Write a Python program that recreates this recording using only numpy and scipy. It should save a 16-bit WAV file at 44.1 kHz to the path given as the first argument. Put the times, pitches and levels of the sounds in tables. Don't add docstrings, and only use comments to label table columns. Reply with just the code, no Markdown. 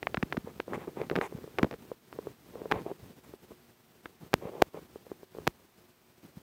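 import sys
import numpy as np
from scipy import signal
from scipy.fft import rfft, irfft
from scipy.io import wavfile
from scipy.ndimage import uniform_filter1d

SR = 44100
rng = np.random.default_rng(int(sys.argv[2]) if len(sys.argv) > 2 else 0)


def transcribe(u):
    v = np.clip(np.atleast_2d(u).T, -1, 1)
    q = np.round(v * 32767).astype(np.int16)
    wavfile.write(sys.argv[1], SR, q)


N = 283104
TIME = np.arange(N) / SR

# time in seconds, level in dB, pitch in Hz,
# hardness from 0 (dull) to 1 (bright), rebound level in dB compared with the tick.
CASE_TICKS = [(0.0292, -18, 1880, .14, -11), (0.0704, -14, 1780, .01, -17),
              (.1448, -14.5, 1960, 0.11, -9.5), (0.172, -17, 1600, .01, -10),
              (.228, -14.5, 1700, .01, -7.5), (.3255, -14.5, 1690, .01, -8.5),
              (0.3699, -20, 1570, .01, -5.5), (0.6018, -17, 1800, 0.19, -25),
              (0.7343, -21, 1160, 0.022, -15), (1.0162, -26, 1780, .25, -18),
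              (1.099, -19.5, 1980, 0.19, -22), (1.1135, -21, 1600, 0.15, -20),
              (1.1561, -15, 1800, 0.14, -24), (1.1625, -12.5, 1820, 0.26, -24),
              (1.1874, -23, 1500, 0.27, -21), (1.2133, -13.5, 1510, 0.064, -16),
              (1.5861, -13.5, 1840, 0.1, -6), (1.5941, -19, 1200, .01, -22),
              (1.6305, -10.5, 1550, 0.21, -10), (1.645, -22.5, 1530, 0.21, -10),
              (1.712, -24, 1980, .25, -13), (1.728, -32, 1860, 0.22, -21), (1.74, -31, 1810, 0.25, -19),
              (2.128, -31, 1730, 0.21, -14), (2.8642, -28.5, 890, .01, -20),
              (4.0578, -19.5, 1390, 0.11, -29)]
# time in seconds, level in dB, hardness from 0 to 1,
# creak length in seconds, creak level in dB.
CASE_SNAPS = [(2.722, -8, 0.19, 0.0074, -20), (4.3403, -2, .86, 0.0075, -24.5),
              (4.6224, -3, .98, 0.0026, -16.5), (5.4764, -4.5, .98, 0.0063, -19.5)]
# time in seconds, peak level in dB.
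FINGER_TAPS = [(.346, -30.5), (.474, -28.5), (.681, -29), (.724, -25.5), (.779, -28.5), (.8791, -26),
               (.972, -27), (1.002, -26.5), (1.016, -24), (1.114, -17), (1.133, -32), (1.175, -22.5),
               (1.188, -17.5), (1.325, -30.5), (1.387, -36.5), (1.442, -35.5), (1.477, -34.5), (1.645, -17),
               (1.917, -25), (2.161, -42), (2.189, -24), (2.271, -25.5), (2.556, -30), (2.618, -27.5),
               (2.657, -26), (2.864, -26.5), (2.915, -25.5), (3.338, -34), (3.518, -36.5), (4.745, -31),
               (4.775, -33), (4.959, -31), (5.067, -40), (5.117, -26.5), (5.232, -36.5), (5.35, -35),
               (5.37, -36), (5.386, -28)]
# time in seconds, peak level in dB, pitch in Hz.
CASE_THUMPS = [(.1779, -24.5, 175), (0.2336, -19.5, 208), (0.3786, -20.5, 237), (.4465, -34, 196),
               (0.5999, -27, 335), (0.775, -32.5, 180), (1.3509, -29.5, 167), (1.633, -10, 269),
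               (1.6471, -17.5, 260), (2.7171, -21, 820), (2.763, -31, 124), (3.031, -42, 110),
               (4.3416, -21.5, 196), (4.455, -33, 170), (4.6228, -8.5, 573), (5.4782, -22, 194.7),
               (6.373, -36.5, 176)]
# pitch in Hz, seconds to fade by 60 dB, strength in dB.
CASE_NOTES = [(215, 0.043, -52), (419, 0.022, 1.5), (500, 0.011, -7.5), (844, 0.008, -8.5),
              (1026, 0.033, -14.5)]
# start and end in seconds, base level in dB, extra scratch and rumble in dB.
FINGER_STROKES = [(.459, 0.511, -52, 2, -1), (0.686, 0.736, -45.5, -2, 1), (0.733, 0.767, -38, 5.5, -3),
                  (0.778, .857, -50.5, 7, 0), (0.872, 0.897, -42.5, -23, -8), (.966, 1.052, -44, 4.5, 0.5),
                  (1.105, 1.141, -40, -18, -0.5), (1.153, 1.19, -35, -0.5, 0),
                  (1.211, 1.243, -39, 8.5, -10), (1.239, 1.274, -47.5, 12, -20),
                  (1.579, 1.674, -42.5, -13, -2), (1.711, 1.747, -44.5, -17, 2),
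                  (2.527, 2.672, -49, -19, -7), (2.705, 2.808, -37, -1.5, -11),
                  (2.854, 2.923, -40.5, -24, -25), (3.236, 3.255, -62.5, 16, -8),
                  (3.507, 3.522, -49.5, -4, 3), (4.21, 4.243, -58, -8, 9.5), (4.416, 4.5, -41, -5.5, -12),
                  (4.513, 4.634, -42.5, -24, -19), (4.74, 4.792, -45.5, -3, -3),
                  (6.227, 6.272, -65, -5, 13)]
# time in seconds, base level in dB.
PET_SHUFFLE = [(0, -55.5), (.45, -55.5), (.9, -57), (1.4, -53.5), (1.8, -55), (2.1, -55.5), (2.28, -53.5),
               (2.55, -58.5), (2.8, -49.5), (2.95, -60.5), (3.05, -54), (3.35, -63), (3.52, -62.5),
               (3.68, -66), (4.1, -62), (4.45, -59), (4.8, -60), (4.92, -61.5), (5.42, -59), (5.6, -65),
               (6.17, -68.5), (6.42, -61.5)]
# middle of the pause in seconds, length in seconds.
PET_PAUSES = [(2.016, 0.14), (2.356, 0.06), (4.163, 0.029), (4.718, 0.057), (5.29, 0.11)]
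# pitch in Hz, width in Hz, level in dB.
HUM_BANDS = [(120, 26, -80.5), (234.7, 25, -70), (362, 21, -68)]

# multiple of the tick's pitch, strength in dB.
DULL_COLOUR = [(.03, -6.5), (.08, -9), (.24, 5), (.5, 0), (1, 0.5), (1.4, -4), (1.9, -15.5), (2.8, -25.5),
               (4, -60.5), (9, -74.5)]
# frequency in Hz, strength in dB.
SNAP_COLOUR = [(40, -28.5), (120, -7), (350, 4), (900, -1), (2000, -4.5), (3500, -13.5), (6000, -19),
               (9000, -30), (14000, -23.5), (17000, -39.5)]
RUB_COLOUR = [(60, -22), (250, -6.5), (450, -5), (800, -1.5), (1150, -11), (1450, -17.5), (3000, -14),
              (8000, -43)]
SCRATCH_COLOUR = [(450, -28.5), (750, 14), (1080, 9.5), (1450, 0.5), (1950, 2), (2400, 1.5), (2850, -9.5),
                  (3600, -9), (4600, -22.5), (9000, -31), (16000, -48)]
SIZZLE_COLOUR = [(2500, -33), (6500, 2), (12000, -4.5), (16000, -9.5)]
RUMBLE_COLOUR = [(25, -6), (70, -17.5), (160, 0), (280, -3), (600, -21), (3000, -53)]
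PAPER_COLOUR = [(25, -39.5), (65, -1), (160, 4.5), (280, 0.5), (430, 0.5), (700, -13), (1200, -17.5),
                (2500, -25.5), (8000, -36.5)]
HISS_COLOUR = [(25, 7), (80, 11.5), (350, 8.5), (700, 11), (1500, 6.5), (3000, 3.5), (6000, -0.5),
               (9500, -5.5), (12500, -0.5), (15600, 0.5), (16200, -28.5)]


def ticks(rebound_s=0.0028, rebound_hz=1380, rebound_hardness=0.42):
    out = np.zeros(N)
    delays = rebound_s * (1 + 0.12 * rng.standard_normal(len(CASE_TICKS)))
    for (s, db, hz, hardness, rebound_db), delay_s in zip(CASE_TICKS, delays):
        add_jerk(out, s, db, hz, hardness)
        add_jerk(out, s + delay_s, db + rebound_db, rebound_hz, rebound_hardness)
    return out


def snaps(hz=1620, creak_hardness=0.28, gap_s=0.00122, jitter_s=0.00005):
    out = np.zeros(N)
    jitters = jitter_s * rng.standard_normal((len(CASE_SNAPS), 12))
    for (s, db, hardness, creak_s, creak_db), jitter in zip(CASE_SNAPS, jitters):
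        start = s - creak_s
        add_jerk(out, start, creak_db + 6.5, hz, creak_hardness)
        add_jerk(out, s, db, hz, hardness)
        delays = np.arange(gap_s, 0.72 * creak_s, gap_s)
        for delay_s, late_s in zip(delays, jitter):
            add_jerk(out, start + delay_s + late_s, creak_db, hz, creak_hardness)
    return out


def add_jerk(out, s, db, hz, hardness, chatter_s=0.0018, smear_hz=1300):
    t = TIME[:512]
    dull = click([(multiple * hz, gain_db) for multiple, gain_db in DULL_COLOUR])
    smear = np.exp(-2 * np.pi * smear_hz / SR)
    dull = signal.lfilter([smear, -1], [1, -smear], dull)
    jerk = (1 - hardness) * unit_peak(dull) - hardness * click(SNAP_COLOUR)
    chatter = 0.091 * (1 - hardness) * rng.standard_normal(len(t)) * np.exp(-t / chatter_s)
    sound = signal.fftconvolve(unit_peak(jerk), (t == 0) + chatter)
    peak_s = np.argmin(sound) / SR
    add(out, s - peak_s, gain(db) * sound)


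def taps(contact_s=0.00052, grip_detune=0.08):
    out, t = np.zeros(N), TIME[:512]
    push = t * np.exp(-2 * t / contact_s)
    tick_pushes = [(s + 0.0016, db - 21) for s, db, *_ in CASE_TICKS]
    for s, db in list(FINGER_TAPS) + tick_pushes + finger_catches():
        detune = grip_detune * rng.standard_normal(len(CASE_NOTES))
        tap = signal.fftconvolve(case_ring(detune), push)
        add(out, s - contact_s, -gain(db) * unit_peak(tap))
    return out


def finger_catches():
    return [(rng.uniform(start, end), db + rng.normal(6, 2))
            for start, end, db, _, _ in FINGER_STROKES for _ in range(2)]


def case_ring(detune):
    t = TIME[:2048]
    return sum(gain(db - 60 * t / fade_s) * np.cos(2 * np.pi * hz * (1 + shift) * t)
               for (hz, fade_s, db), shift in zip(CASE_NOTES, detune))


def thumps(width_cycles=0.56):
    out, t = np.zeros(N), np.arange(-1024, 1024) / SR
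    for s, db, hz in CASE_THUMPS:
        swing = np.sin(2 * np.pi * hz * t) * np.exp(-(t * hz / width_cycles) ** 2)
        add(out, s + t[0], gain(db) * unit_peak(swing))
    return out


def rubbing(fade_s=0.015, swell_db=2.5):
    body, scratch, sizzle, rumble = np.zeros((4, N))
    for start, end, db, scratch_db, rumble_db in FINGER_STROKES:
        progress = np.clip((TIME - start) / (end - start), 0, 1)
        pressure = np.sin(np.pi * progress) - 2 / np.pi
        stroke = gain(db + swell_db * pressure) * fade_in_out(start, end, fade_s)
        body += stroke
        scratch += stroke * gain(scratch_db)
        sizzle += stroke * gain(2 * scratch_db)
        rumble += stroke * gain(rumble_db)
    drag = slips(2000, 2.56) * flutter(84, 0.96)
    hollow = signal.fftconvolve(drag, case_ring(detune=np.zeros(len(CASE_NOTES))))
    return (body * gain(-2.24) * colour(hollow, RUB_COLOUR)
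            + scratch * gain(-9) * colour(slips(2200, 3.4), SCRATCH_COLOUR)
            + sizzle * gain(-37) * colour(slips(5000, 2.2), SIZZLE_COLOUR)
            + rumble * gain(-1) * colour(slips(1500, 2.6), RUMBLE_COLOUR))


def bedding(boost_db=2.5, pause_db=-7.5):
    still = sum(fade_in_out(s - length / 2, s + length / 2, fade_s=0.011) for s, length in PET_PAUSES)
    shuffle_db = np.interp(TIME, *np.transpose(PET_SHUFFLE))
    crinkles = colour(slips(900, 3.2) * flutter(28, 2.4), PAPER_COLOUR)
    return gain(shuffle_db + boost_db + pause_db * still) * crinkles


def microphone_hiss(hiss_db=-61, whine_db=-80):
    whine_hz = 8230 + 70 * np.log(flutter(300, 7))
    whine = unit_level(np.sin(2 * np.pi * np.cumsum(whine_hz) / SR))
    hiss = colour(rng.standard_normal(N), HISS_COLOUR)
    return gain(hiss_db) * hiss + gain(whine_db) * whine


def room_hum():
    out, frequencies = np.zeros(N), np.fft.rfftfreq(N, 1 / SR)
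    noise = rfft(rng.standard_normal(N))
    for hz, width_hz, db in HUM_BANDS:
        band = noise / (1 + (2 * (frequencies - hz) / width_hz) ** 2)
        out += gain(db) * unit_level(irfft(band, N))
    return out


def slips(per_second, spread_db):
    sizes = gain(spread_db * np.minimum(rng.exponential(size=N), 4))
    return (rng.random(N) < per_second / SR) * sizes * rng.choice([-1, 1], N)


def flutter(per_second, depth_db):
    steps = rng.standard_normal(4096)
    return gain(depth_db * np.interp(TIME * per_second, np.arange(len(steps)), steps))


def click(points, size=4096):
    hz, db = np.transpose(points)
    frequencies = np.fft.rfftfreq(size, 1 / SR) + 1
    log_gain = np.log(gain(np.interp(np.log(frequencies), np.log(hz), db)))
    half = irfft(log_gain)[:size // 2]
    half[0] /= 2
    spectrum = np.exp(rfft(2 * half, size))
    return unit_peak(irfft(spectrum)[:size // 2])


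def colour(x, points):
    return unit_level(signal.fftconvolve(x, click(points))[:N])


def fade_in_out(start, end, fade_s):
    return np.clip(np.minimum(TIME - start, end - TIME) / fade_s + 0.5, 0, 1)


def gain(db):
    return 10 ** (np.asarray(db) / 20)


def unit_level(x):
    return x / np.sqrt(np.mean(x ** 2))


def unit_peak(x):
    return x / np.abs(x).max()


def add(out, s, sound):
    i = max(int(round(s * SR)), 0)
    out[i:i + len(sound)] += sound[:max(N - i, 0)]


def noise_suppressor(x, threshold_db=-55, max_cut_db=6, window_s=0.02, listen_hz=1500):
    heard = signal.sosfilt(signal.butter(2, listen_hz, fs=SR, output="sos"), x)
    power = uniform_filter1d(heard ** 2, int(window_s * SR))
    level_db = 10 * np.log10(np.maximum(power, 1e-12))
    gain_db = np.clip(0.97 * (level_db - threshold_db), -max_cut_db, 0)
    return x * gain(uniform_filter1d(gain_db, int(window_s * SR / 2)))


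def scene():
    handling = ticks() + snaps() + taps() + thumps() + rubbing()
    return (handling + bedding() + microphone_hiss() + room_hum())[None]


def record(dry):
    bass_cut = signal.butter(4, 46, "highpass", fs=SR, output="sos")
    treble_cut = signal.ellip(8, 0.2, 70, 16600, fs=SR, output="sos")
    return signal.sosfilt(treble_cut, noise_suppressor(signal.sosfilt(bass_cut, dry)))


dry = scene()
out = record(dry)
transcribe(out)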